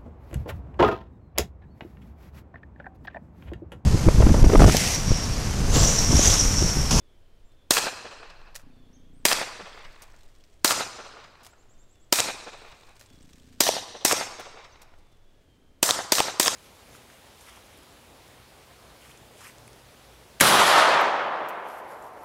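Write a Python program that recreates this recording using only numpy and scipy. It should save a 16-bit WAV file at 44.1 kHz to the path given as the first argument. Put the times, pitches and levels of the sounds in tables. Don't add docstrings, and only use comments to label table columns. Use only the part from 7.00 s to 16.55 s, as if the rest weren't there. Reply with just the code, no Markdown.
import sys
import numpy as np
from scipy import signal
from scipy.fft import rfft, irfft, next_fast_len
from scipy.io import wavfile
from scipy.ndimage import uniform_filter1d, map_coordinates

SR = 44100
rng = np.random.default_rng(int(sys.argv[2]) if len(sys.argv) > 2 else 0)


def unload_wav(signal):
    wavfile.write(
        sys.argv[1],
        SR,
        np.round(np.clip(np.atleast_2d(signal).T, -1, 1) * 32767).astype(np.int16),
    )


def boost_factor(decibels):
    exponent = np.asarray(decibels, float) / 20
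    return 10 ** exponent


N = 421155
TAIL = 70000


def unit(x):
    return x / np.sqrt(np.mean(x ** 2) + 1e-20)


def along(points, hz):
    f, v = np.transpose(points)
    return np.interp(np.log(hz + 1), np.log(f + 1), v)


def wobble(rate, size=N):
    return map_coordinates(rng.standard_normal(size // 50), [np.arange(size) * rate / SR])


def filtered(x, response):
    m = next_fast_len(len(x) + 2048)
    return irfft(rfft(x, m) * response(np.fft.rfftfreq(m, 1 / SR)), m)[:len(x)]


def noise(spectrum, size=N):
    return unit(filtered(rng.standard_normal(size), lambda hz: boost_factor(along(spectrum, hz))))


def peak(hz, centre_hz, width_hz):
    return 1j * hz * width_hz / (centre_hz ** 2 - hz ** 2 + 1j * hz * width_hz)


def add(track, s, sound):
    part = track[round(s * SR):][:len(sound)]
    part += sound[:len(part)]


# breech jet in seconds, level in dB, brush echo in dB.
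SHOTS = [(.7065, 3.5, 0.5), (2.252, 4, 0), (3.6452, 3.5, 1), (5.1241, 2.5, -0.5), (6.604, 3, 0),
         (7.0486, 2.5, 0.5), (8.8276, 2, 0.5), (9.1199, 2.5, -1), (9.397, 2.5, 0)]
MUZZLE_TIMES = [.70762, 2.25322, 3.64622, 5.12572, 6.60542, 7.04982, 8.82882, 9.12142, 9.39832]
# centre in Hz, width in Hz, boost in dB.
SHOT_BANDS = [
    [(1680, 220, 4.5), (2550, 220, 5.5), (4160, 110, 4), (4880, 90, 3), (2130, 110, -3), (3620, 180, -5.5),
     (6100, 230, 0.5), (9520, 130, 2.5)],
    [(2070, 730, 4), (1750, 80, 2), (2580, 130, 1.5), (3390, 200, 2.5), (3960, 320, -1), (6900, 720, -2),
     (8610, 120, -2.5)],
    [(1370, 240, 3), (3580, 300, -3), (6030, 110, 5), (7060, 130, 4), (8530, 980, -0.25)],
    [(1102, 320, -2), (2480, 150, 7.5), (3100, 380, -3), (3970, 290, 2), (4744, 480, -1.5),
     (8530, 800, 1.5)],
    [(1360, 300, -8.5), (2360, 320, -7), (3700, 800, 2), (5820, 390, 6), (7670, 800, -3.5)],
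    [(2250, 220, 3), (3190, 320, -3), (4220, 200, -5.5), (5000, 130, -2.5), (6435, 240, 5.5),
     (10590, 200, -3.5)],
    [(2460, 330, -8), (3880, 800, -2.5), (6020, 130, -3), (7320, 800, 2), (9220, 200, 5)],
    [(1030, 320, -0.7), (3860, 130, 2.5), (5700, 580, 3.5), (9510, 180, -1.5), (10400, 500, -1.5)],
    [(1870, 910, -2.5), (4300, 240, -7), (6400, 200, 5), (7670, 800, 2.5), (10160, 800, 2)],
]
# centre in Hz, width in Hz, boost in dB.
SHARP_LINES = [(2620, 56, 2.5), (4780, 130, 3.5), (5030, 120, 5.5), (2490, 70, -2), (4970, 100, 1),
               (5390, 240, 5.5), (6240, 90, 4), (6260, 130, 4), (3800, 80, 1)]
BANK_ANSWERS = [0.5, 0, 1.5, -2.5, 0.5, 2, -0.5, -0.5, -3]
# time in seconds, crack in dB, crack in Hz, thud in dB, thud in Hz.
IMPACTS = [
    (.787, -15.5, 2206, -19, 830),
    (2.331, -12, 5030, -35.5, 804),
    (3.724, -20, 4500, -25, 910),
    (5.204, -6.5, 7790, -25, 500),
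    (6.6896, -13.5, 2600, -7, 650),
    (7.1265, -7.5, 6500, -13, 483),
    (8.9089, -7, 3700, -34, 875),
    (9.2034, -6, 2950, -7, 840),
    (9.481, -7, 5207, -12, 1070),
]
# length of the crack in seconds, lag of the thud in seconds.
LANDINGS = [(0.00056, 0), (0.00054, 0), (.0004, 0), (.0006, 0), (.0005, 0.001), (0.00034, 0.0038),
            (0.00077, 0), (0.00032, 0.0015), (0.0011, 0.00034)]


def pistol():
    track = np.zeros(N)
    twigs, bark = rng.standard_normal((2, TAIL))
    shots = zip(SHOTS, MUZZLE_TIMES, SHOT_BANDS, SHARP_LINES, BANK_ANSWERS, IMPACTS, LANDINGS)
    for (s, db, brush_db), muzzle, broad, line, bank_db, (hit, *strike), landing in shots:
        bands = [*broad, line]
        crackle, impact = bullet(hit - s, *strike, *landing, crackle_db=brush_db - 27.5)
        answer = echoes(brush_db, twigs, bark) + trees(bank_db)
        rattle = hammer()
        add(track, s - len(rattle) / SR, rattle)
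        add(track, s, boost_factor(db) * blast(muzzle - s))
        add(track, muzzle, coloured(answer, bands))
        add(track, s, coloured(crackle, bands) + impact)
    return track


def hammer():
    u = np.linspace(0, 1, round(0.0062 * SR))
    rattle = noise([(300, -2.5), (2500, 0.5), (8000, -6.5), (10500, -29.5)], size=len(u))
    return boost_factor(-61 + 14.5 * u) * rattle


# delay in seconds, peak in dB, time to fall 60 dB in seconds.
ARRIVALS = [
    (0, -6.5, 0.016),
    (.0029, -10.5, .015),
    (.0088, -15.5, .05),
]
# frequency in Hz, level in dB per Hz.
BLAST_COLOUR = [(300, -39.5), (800, -4), (3000, -4), (5000, -1.5), (8300, -5), (11000, -14.5),
                (13500, -5.5), (16000, -17.5)]


def blast(lead):
    t = np.arange(4096) / SR
    after = np.clip(t - lead, 0, None)
    jet = noise([(1500, -25), (5000, 0), (12000, -4), (16000, -12)], size=4096)
    jet *= boost_factor(-17 - 60 * t / .008)
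    shape = sum(boost_factor(db - 60 * (t - lead - s) / t60) * (t > lead + s) for s, db, t60 in ARRIVALS)
    shape *= 1 - np.exp(-after / .0004)
    shape *= 1 - .55 / (1 + np.exp((.0022 - after) / .0002))
    bore_hz, bore_s = 8460, 0.00075
    bore = boost_factor(-12.5) * np.exp(-((t - lead - bore_s) / bore_s) ** 2) * np.sin(2 * np.pi * bore_hz * t)
    sweep_hz = (2300 + 2.8e6 * after) * (after > 0)
    whistle = np.sin(2 * np.pi * np.cumsum(sweep_hz) / SR + 2.8)
    whistle *= 0.062 * (after > 0) * (after < .0021)
    return jet + shape * noise(BLAST_COLOUR, size=4096) + whistle + bore + pulses(lead)


# delay in seconds, level in dB, length in seconds, dull above this many Hz.
PULSE_PATHS = [(-.0003, -13, .0003, 1500), (.0006, -4, .0006, 1500), (.001, -12, .0003, 2500),
               (.0027, -11, .0004, 1800), (.0038, -8, .0006, 1500), (.0059, -14, .0005, 1500)]


def pulses(lead):
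    t, total = np.arange(4096) / SR, 0
    for delay, db, length, dull_hz in PULSE_PATHS:
        arrival = lead + delay + rng.normal(0, .00004)
        u = np.clip(t - arrival, 0, None) / length
        step = -boost_factor(db + rng.normal(0, 1.2)) * (1 - u) * np.exp(-u) * (u > 0)
        total = total + filtered(step, lambda f: 1 / (1 + 1j * f / dull_hz) ** 2)
    return filtered(total, lambda f: (1j * f / (135 + 1j * f)) ** 2)


# frequency in Hz, level in dB per Hz.
FLIGHT_COLOUR = [(120, -49.5), (200, -9.5), (683, -0.5), (1450, -9), (1870, -1), (2800, -9), (4200, -4.5),
                 (8580, -3.5), (16000, -15.5)]


def bullet(flight, crack_db, crack_hz, thud_db, thud_hz, length, lag, crackle_db):
    t = np.arange(8192) / SR
    after = np.clip(t - flight, 0, None)
    swell = 3 * (t / flight) ** 3 + 1.4 * wobble(300, size=8192) - 60 * after / .03
    hiss = noise(FLIGHT_COLOUR, size=8192)
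    top = filtered(hiss, lambda f: 1 / (1 + (9500 / (f + 1)) ** 8))
    crackle = boost_factor(crackle_db + swell) * (t > .004) * (hiss - top + top * boost_factor(1.0 - 50.5 * t))

    def crack_colour(f):
        return (0.95 + peak(f, crack_hz, .5 * crack_hz)) / (1 + (f * length / 5.5) ** 6)

    snap = unit(filtered(noise(FLIGHT_COLOUR, size=8192), crack_colour))
    ping = 0.49 * np.sqrt(2) * np.sin(2 * np.pi * crack_hz * (t - flight))
    crack = boost_factor(crack_db) * np.exp(-((t - flight) / length) ** 2) * (0.7 * snap + ping)
    turns = np.clip(after - lag, 0, None) * thud_hz
    shape = np.exp(-((turns - .8) / 0.66) ** 2) + 0.13 * boost_factor(-60 * after / 0.06)
    thud = -boost_factor(thud_db) * np.sin(2 * np.pi * turns) * shape
    return crackle, crack + filtered(thud, lambda f: 1 / (1 + (200 / (f + 1)) ** 4))


# level in dB, spread in seconds, dull above this many Hz.
TRUNKS = [(-21.5, 0.0029, 16000), (-23.5, 0.003, 4500), (-22.5, 0.0045, 3600), (-33.5, 0.0018, 3800),
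          (-37.5, 0.0031, 740), (-28.5, 0.007, 1500), (-30.5, 0.0091, 1700), (-37, 0.0057, 620),
          (-39, 0.014, 1180), (-42.5, 0.013, 1930), (-48, .026, 1400), (-49, 0.0081, 900),
          (-46.5, 0.022, 1700), (-51.5, 0.031, 2300), (-51.5, 0.014, 2100), (-50.5, 0.0044, 2100),
          (-56.5, 0.028, 1840), (-58, 0.0056, 1300), (-34.5, 0.007, 300), (-55.5, 0.0071, 5500),
          (-52, .014, 5000), (-36, .012, 1400)]
TRUNK_DELAYS = [.0315, .0625, .072, .12, .133, .162, .175, .223, .344, .36, .415, .4945, .526, .56, .6,
                .709, .769, .889, .074, .594, .407, .095]
# frequency in Hz, level in dB.
TRUNK_COLOUR = [(60, -33.5), (200, -13.5), (500, 6), (1200, 0.5), (4000, 10), (16000, -1.5)]
# frequency in Hz, level in dB per Hz.
TWIG_COLOUR = [(47, -41), (80, -9), (265, -10), (643, -2), (1140, -3), (2490, -5), (3030, -9), (3960, -5.5),
               (8410, -6), (13700, -16), (16000, -27.5)]
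# frequency in Hz, loss in dB per second of travel.
AIR_LOSS = [(100, -0.5), (1000, -1), (4000, 11), (8000, 34), (12000, 69.5), (16000, 98)]


def echoes(brush_db, twigs, bark):
    t = np.arange(TAIL) / SR
    hz, s, z = signal.stft(scatter(TWIG_COLOUR, twigs), SR, nperseg=256)
    leaves = np.resize(bark, z.shape) + .5 * rng.standard_normal(z.shape)
    clumps = uniform_filter1d(uniform_filter1d(leaves, size=4, axis=0), size=7, axis=1)
    gain_db = 2.0 * unit(clumps) - along(AIR_LOSS, hz)[:, None] * s
    tail = signal.istft(z * boost_factor(gain_db), SR, nperseg=256)[1][:TAIL]
    tail *= brush(t) * boost_factor(brush_db + 0.32 * wobble(57, size=TAIL))
    surface = scatter(TRUNK_COLOUR, bark)
    for delay, (db, spread, dull_hz) in zip(TRUNK_DELAYS, TRUNKS):
        first = max(round((delay - 4 * spread) * SR) - 200, 0)
        last = round((delay + 4 * spread) * SR) + 200
        copy = unit(filtered(surface[first:last], lambda f: 1 / (1 + (f / dull_hz) ** 3)))
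        u = (t[first:last] - delay) / spread
        shape = np.exp(-np.where(u < 0, 2.5 * u, u) ** 2)
        tail[first:last] += boost_factor(db + rng.normal(0, 1.2)) * shape * copy
    return tail


def brush(t):
    def edge(s):
        return 1 / (1 + np.exp(np.clip((s - t) / 0.027, -50, 50)))

    near_s, far_s, wood_ends_s = 0.032, 0.18, 0.84
    grass = boost_factor(-26 - 60 * t / 0.11)
    belt = boost_factor(-28) * edge(near_s) * (1 - edge(far_s))
    wood = boost_factor(-33 - 27 * t - 22.5 * np.clip(t - wood_ends_s, 0, None)) * edge(near_s)
    return np.sqrt(grass ** 2 + belt ** 2 + wood ** 2)


# frequency in Hz, share from 0 to 1.
ALIKE = [(300, .93), (800, .9), (1500, .74), (3000, .5), (6000, .22), (12000, .05)]


def scatter(spectrum, land):
    hz = np.fft.rfftfreq(TAIL, 1 / SR)
    share = along(ALIKE, hz)
    stirred = rfft(rng.standard_normal(TAIL))
    mix = np.sqrt(share) * rfft(land) + np.sqrt(1 - share) * stirred
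    return unit(irfft(mix * boost_factor(along(spectrum, hz)), TAIL))


# delay in seconds, peak in dB, pitch in Hz.
HARD_SURFACES = [(0.0611, -17, 2300), (0.0623, -13, 2300), (0.063, -19, 1600), (0.064, -13, 1100),
                 (0.0646, -16, 2300), (0.0713, -16, 2300), (0.1205, -27, 1600), (0.1342, -26, 1600),
                 (0.163, -20, 1100), (0.1654, -24, 1600), (0.2189, -34, 1100), (0.224, -35, 750),
                 (0.226, -37, 750), (0.2296, -35, 2300), (0.2511, -38, 2300), (0.276, -36, 2300),
                 (0.2862, -39, 1600), (0.3007, -39, 1100), (0.304, -38, 1600), (0.3071, -38, 2300),
                 (0.3421, -34, 750), (0.3472, -35, 1600), (0.3555, -34, 750), (0.3606, -36, 1100),
                 (0.4061, -38, 2300), (0.4203, -38, 2300), (0.4226, -42, 1100), (0.425, -41, 1600),
                 (0.4453, -41, 1600), (0.4616, -45, 1600), (0.4677, -47, 500), (0.4943, -41, 1100),
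                 (0.5226, -41, 1600), (0.5249, -38, 1600), (0.5298, -42, 1100), (0.546, -43, 1600),
                 (0.5888, -44, 1600), (0.5987, -43, 2300), (0.6041, -42, 1100), (0.6175, -47, 1100),
                 (0.6283, -48, 1600), (0.6464, -50, 1100), (0.6822, -54, 1100), (0.6945, -51, 1100),
                 (0.7087, -46, 1100), (0.7519, -51, 1600), (0.759, -51, 1600), (0.766, -50, 1100),
                 (0.7689, -51, 1100), (0.7707, -52, 1100), (0.7748, -50, 1100), (0.7945, -51, 1600),
                 (0.8085, -52, 1600), (0.8114, -51, 750), (0.8488, -54, 1600), (0.8866, -48, 1600),
                 (0.8888, -46, 1600), (0.8908, -49, 2300)]


def trees(bank_db):
    track, t = np.zeros(TAIL), np.arange(-128, 128) / SR
    for delay, db, hz in HARD_SURFACES:
        u = np.pi * hz * t
        near_bank_db = bank_db * (delay < .07)
        level = boost_factor(db - 1 + near_bank_db + 1.5 * rng.standard_normal())
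        add(track, delay + t[0], level * np.sqrt(2 * np.e) * u * np.exp(-u ** 2))
    return track


# frequency in Hz, boost in dB.
SHARED_COLOUR = [(700, -2), (1100, 0), (1900, -2.5), (3700, 2), (8900, 1), (10200, -2.5), (12000, 2),
                 (15600, 2.5)]


def coloured(x, bands):
    knots = rng.standard_normal(100)

    def response(f):
        ripple_db = 0.4 * map_coordinates(knots, [f / 260])
        bands_db = sum(db * np.exp(-((f - hz) / width) ** 2) for hz, width, db in bands)
        return boost_factor(ripple_db + along(SHARED_COLOUR, f) + bands_db)

    return filtered(x, response)


# time in seconds, peak in dB, dull part in dB, length in seconds.
CASES = [(1.546, -38.5, -2.5, 0.018), (1.5526, -25, -10, 0.019), (1.594, -49.5, 2, 0.012),
         (3.02, -36, -18, 0.018), (4.431, -44.5, -12, 0.018), (4.447, -38, -8, 0.019),
         (4.464, -36, -5.5, 0.013), (5.994, -40.5, -21, 0.017), (6.01, -30.5, -4, 0.0047),
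         (7.396, -32, -2, 0.015), (7.8155, -42.5, -10, 0.021), (7.985, -53, -9, 0.016),
         (8.117, -57, -4, 0.016)]
# frequency in Hz, level in dB per Hz.
GRASS_COLOUR = [(290, -28), (500, 6.5), (1600, 3.5), (2290, 1), (3020, -5), (6140, -6.5), (11000, -13),
                (16000, -17.5)]
# time in seconds, peak in dB, pitch in Hz.
TICKS = [(0.5191, -46, 4000), (1.9142, -57, 3320), (2.8466, -45, 8000), (2.9513, -46.5, 7800),
         (2.9952, -44, 8000), (3.0992, -44, 3000), (3.1202, -44, 6000), (3.1621, -40.5, 6750),
         (3.192, -42, 4500), (3.208, -40, 4200), (3.2318, -38, 3600), (3.26, -47, 4000),
         (3.2786, -47, 7530), (3.35, -45, 5500), (3.36, -44, 5980), (3.385, -48, 8500), (3.4067, -42, 3200),
         (3.4379, -37.5, 5000), (3.449, -50, 7520), (3.499, -49, 8000), (3.5394, -45, 8000),
         (3.615, -51, 4020), (4.0321, -46, 9000), (4.3988, -49, 3300), (4.9554, -46, 2700),
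         (5.8323, -41, 5000), (5.8697, -39, 4500), (5.8924, -43, 8520), (5.955, -42, 8500),
         (6.0598, -35, 8040), (6.101, -36, 2800), (6.132, -39, 4400), (6.1552, -41, 5500),
         (6.187, -42, 4200), (6.207, -39, 5530), (6.2266, -36.5, 8100), (6.2967, -39, 3800),
         (6.3321, -31.5, 5700), (6.358, -46, 4000), (6.397, -38, 3100), (6.465, -56.5, 7000),
         (6.4973, -47, 3100), (6.5247, -52.5, 5000), (6.548, -46, 2990), (6.584, -49, 8000),
         (7.9394, -53.5, 2680), (8.4344, -60, 3300)]
# time in seconds, level in dB, pitch in Hz.
CLODS = [
    (2.611, -47, 188),
    (3.47, -63, 415),
]
# frequency in Hz, level in dB per Hz.
PATTER_COLOUR = [(500, -19), (1500, 1), (4000, 1), (8500, -1.5), (9500, -10), (15000, -12.5), (16500, -13)]


def debris():
    track, t = np.zeros(N), np.arange(4096) / SR
    for s, db, dull_db, length in CASES:
        settling = boost_factor(-9.5 - 60 * t / 0.38) * (1 - t / t[-1])
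        shape = np.clip(t / 0.001, 0, 1) * (boost_factor(-14 * (t / length) ** 3) + settling)
        stalks = noise(GRASS_COLOUR, size=4096)
        crunch = unit(filtered(stalks, lambda f: 1 + (boost_factor(dull_db - 6.0) - 1) / (1 + (f / 3200) ** 4)))
        add(track, s, boost_factor(db - 15.0 + 3.3 * wobble(406, size=4096)) * shape * crunch)
    short = t[:1024]
    for s, db, hz in TICKS:
        def tick_colour(f):
            return peak(f, hz, .25 * hz) ** 2 + 0.6 * boost_factor(along(PATTER_COLOUR, f))

        snap = unit(filtered(rng.standard_normal(1024), tick_colour))
        add(track, s, boost_factor(db - 15 - 60 * short / .026) * np.clip(short / .001, 0, 1) * snap)
    for s, db, hz in CLODS:
        add(track, s, boost_factor(db) * np.hanning(2048) * np.sin(2 * np.pi * hz * t[:2048]))
    when, size = rng.random((16000, 2)).T
    grains = np.bincount((when * N).astype(int), boost_factor(-4 * np.log(size + .002)), N)
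    flicks = signal.fftconvolve(grains, boost_factor(-60 * t[:512] / .012))[:N]
    return track + showers() * unit(flicks * noise(PATTER_COLOUR))


# time when densest in seconds, level in dB.
SHOWERS = [(2.8, -65), (4.2, -80), (5.7, -64), (6.4, -71), (7.5, -80.5)]


def showers():
    t = np.arange(N) / SR
    level = boost_factor(-90.5)
    for s, db in SHOWERS:
        rise = np.exp(-(np.clip(s - t, 0, None) / .2) ** 2)
        level = level + boost_factor(db - 11.5 * np.clip(t - s, 0, None)) * rise
    return level


# start in seconds, top pitch in Hz, level in dB.
TRILL = [(4.487, 7750, -65), (4.578, 7460, -66), (4.688, 7670, -63.5), (4.782, 7600, -63.5),
         (4.89, 7780, -65.5), (4.997, 7840, -66)]
# start in seconds, length in seconds, top pitch in Hz, depth in Hz, level in dB.
CHIRPS = [
    (.44, 0.06, 7400, 502, -76.5),
    (1.928, .046, 6500, 1215, -63),
    (2.133, 0.083, 8800, 1582, -70.5),
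    (7.722, 0.018, 6090, 200, -59.5),
]


def birds():
    track = np.zeros(N)
    # start, rise s, fall s, top Hz, climb Hz, drop Hz, dB
    notes = [(s, 0.043, .011, hz, 1400, 2800, db) for s, hz, db in TRILL]
    notes += [(s, length / 2, length / 2, hz, depth, depth, db) for s, length, hz, depth, db in CHIRPS]
    for s, rise, fall, top_hz, climb_hz, drop_hz, db in notes:
        t = np.arange(round((rise + fall) * SR)) / SR
        up = climb_hz * np.clip(1 - t / rise, 0, 1) ** 2
        down = drop_hz * np.clip((t - rise) / fall, 0, 1) ** 2
        shape = np.sin(np.pi * t / (rise + fall)) ** .25
        add(track, s, boost_factor(db) * shape * np.sin(2 * np.pi * np.cumsum(top_hz - up - down) / SR))
    return track + boost_factor(-6.0) * in_wood(track, t60=.6)


def in_wood(track, t60):
    wood = boost_factor(-60 * np.arange(SR // 2) / SR / t60) * rng.standard_normal(SR // 2)
    return signal.fftconvolve(track, wood / np.linalg.norm(wood))[:len(track)]


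# start in seconds, end in seconds, first pitch in Hz, last pitch in Hz, level in dB.
WHISTLES = [(-.1, .14, 3620, 3330, -79), (.07, .3, 3160, 3030, -82), (.25, .45, 3030, 3250, -83.5),
            (0.404, .6, 3610, 3570, -81), (.5, 0.718, 3550, 3420, -80.5), (.56, .72, 3350, 3230, -82.5),
            (1.69, 1.899, 4600, 4104, -81), (1.704, 1.922, 3650, 3240, -76.5),
            (1.851, 2.12, 3630, 3610, -80.5), (1.958, 2.139, 3160, 3300, -79.5),
            (2.0, 2.14, 3400, 3280, -80), (3.299, 3.64, 3400, 3190, -83), (4.745, 4.95, 3600, 3580, -81.5),
            (4.83, 5.02, 3520, 3480, -82), (4.971, 5.13, 3420, 3280, -81.5), (6.059, 6.18, 3470, 3330, -72),
            (6.4, 6.599, 3350, 3200, -84.5), (7.929, 8.072, 3536, 3520, -76),
            (8.101, 8.452, 3500, 3286, -80), (8.46, 8.6, 3230, 3050, -78), (8.579, 8.83, 3210, 3056, -84),
            (8.3, 8.62, 1700, 1622, -88), (8.55, 8.828, 1680, 1600, -91)]


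def chorus():
    track = np.zeros(N + SR)
    for start, end, from_hz, to_hz, db in WHISTLES:
        u = np.linspace(0, 1, round((end - start) * SR))
        blur = unit(filtered(rng.standard_normal(len(u)), lambda f: 1 / (1 + (f / 110) ** 2)))
        tone = np.sin(2 * np.pi * np.cumsum(from_hz + (to_hz - from_hz) * u) / SR)
        shape = np.sin(np.pi * u ** .5) ** .4
        add(track, start + 1, boost_factor(db + 5) * shape * (.8 + .4 * blur) * tone)
    return (0.72 * track + 0.85 * in_wood(track, t60=.7))[SR:]


# start in seconds, end in seconds, level in dB.
FOCUS_RUNS = [
    (1.63, 2.25, -57.5),
    (6.105, 6.6, -57.5),
    (8.411, 8.82, -67.5),
]
# centre in Hz, width in Hz, level in dB.
HOUSING = [(72, 40, 1), (180, 60, -1.5), (252, 22, 4.5), (297, 45, -3.5), (440, 80, -13.5)]


def focus_motor():
    steps = np.zeros(N)
    for start, end, db in FOCUS_RUNS:
        times = np.arange(start, end, 1 / 30)
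        jitter, size = rng.standard_normal((len(times), 2)).T
        to_and_fro = (-1) ** np.arange(len(times))
        steps[((times + .0005 * jitter) * SR).astype(int)] = boost_factor(db + 1.1 * size) * to_and_fro
    rub = signal.fftconvolve(steps, np.hanning(600))[:N] * (0.032 * rng.standard_normal(N))

    def body(f):
        return sum((-1) ** k * boost_factor(db) * peak(f, c, w) for k, (c, w, db) in enumerate(HOUSING))

    return boost_factor(51.0) * filtered(rub + steps, body)


# time in seconds, level in dB.
WIND = [(0.0, -63), (0.53, -55.5), (1.06, -68), (1.36, -52.5), (2.61, -61.5), (2.77, -51.5), (3.08, -56.5),
        (3.54, -56.5), (3.69, -67), (4.36, -65), (4.87, -58), (5.24, -64.5), (5.61, -57.5), (6.94, -70.5),
        (7.45, -66), (7.66, -60.5), (9.23, -72.5), (9.55, -70)]
# frequency in Hz, level in dB per Hz.
BUFFET_COLOUR = [(5, -7), (15, 5.5), (30, -12.5), (60, -22), (120, -68)]
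# frequency in Hz, level in dB per Hz.
DISTANCE_COLOUR = [(26, -32), (45, -5.5), (110, -9.5), (159, -19), (280, -19), (350, -18.5), (649, -22),
                   (810, -28), (2520, -34), (3080, -32.5), (4450, -38), (15700, -50), (16500, -50)]


def air():
    far = boost_factor(-62 + 0.27 * wobble(17)) * noise(DISTANCE_COLOUR)
    s, db = np.transpose(WIND)
    gusts_db = np.interp(np.arange(N) / SR, s, db) + 6.0
    return far + boost_factor(gusts_db + 1.5 * wobble(8.3)) * noise(BUFFET_COLOUR)


def scene():
    return (pistol() + debris() + birds() + chorus() + focus_motor() + air())[None]


def top_cut(x):
    return signal.sosfilt(signal.butter(12, 17060, fs=SR, output="sos"), x)


def record(dry):
    heard = filtered(dry[0], lambda hz: .004 + (1 - np.tanh((hz - 15800) / 45)) / 2)
    held = heard / (1 + np.abs(heard / .74) ** 6) ** (1 / 6)
    mix = filtered(held, lambda hz: 1 / (1 + (hz / 16700) ** 60))
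    return top_cut(mix[None])


dry = scene()
out = record(dry)
unload_wav(out)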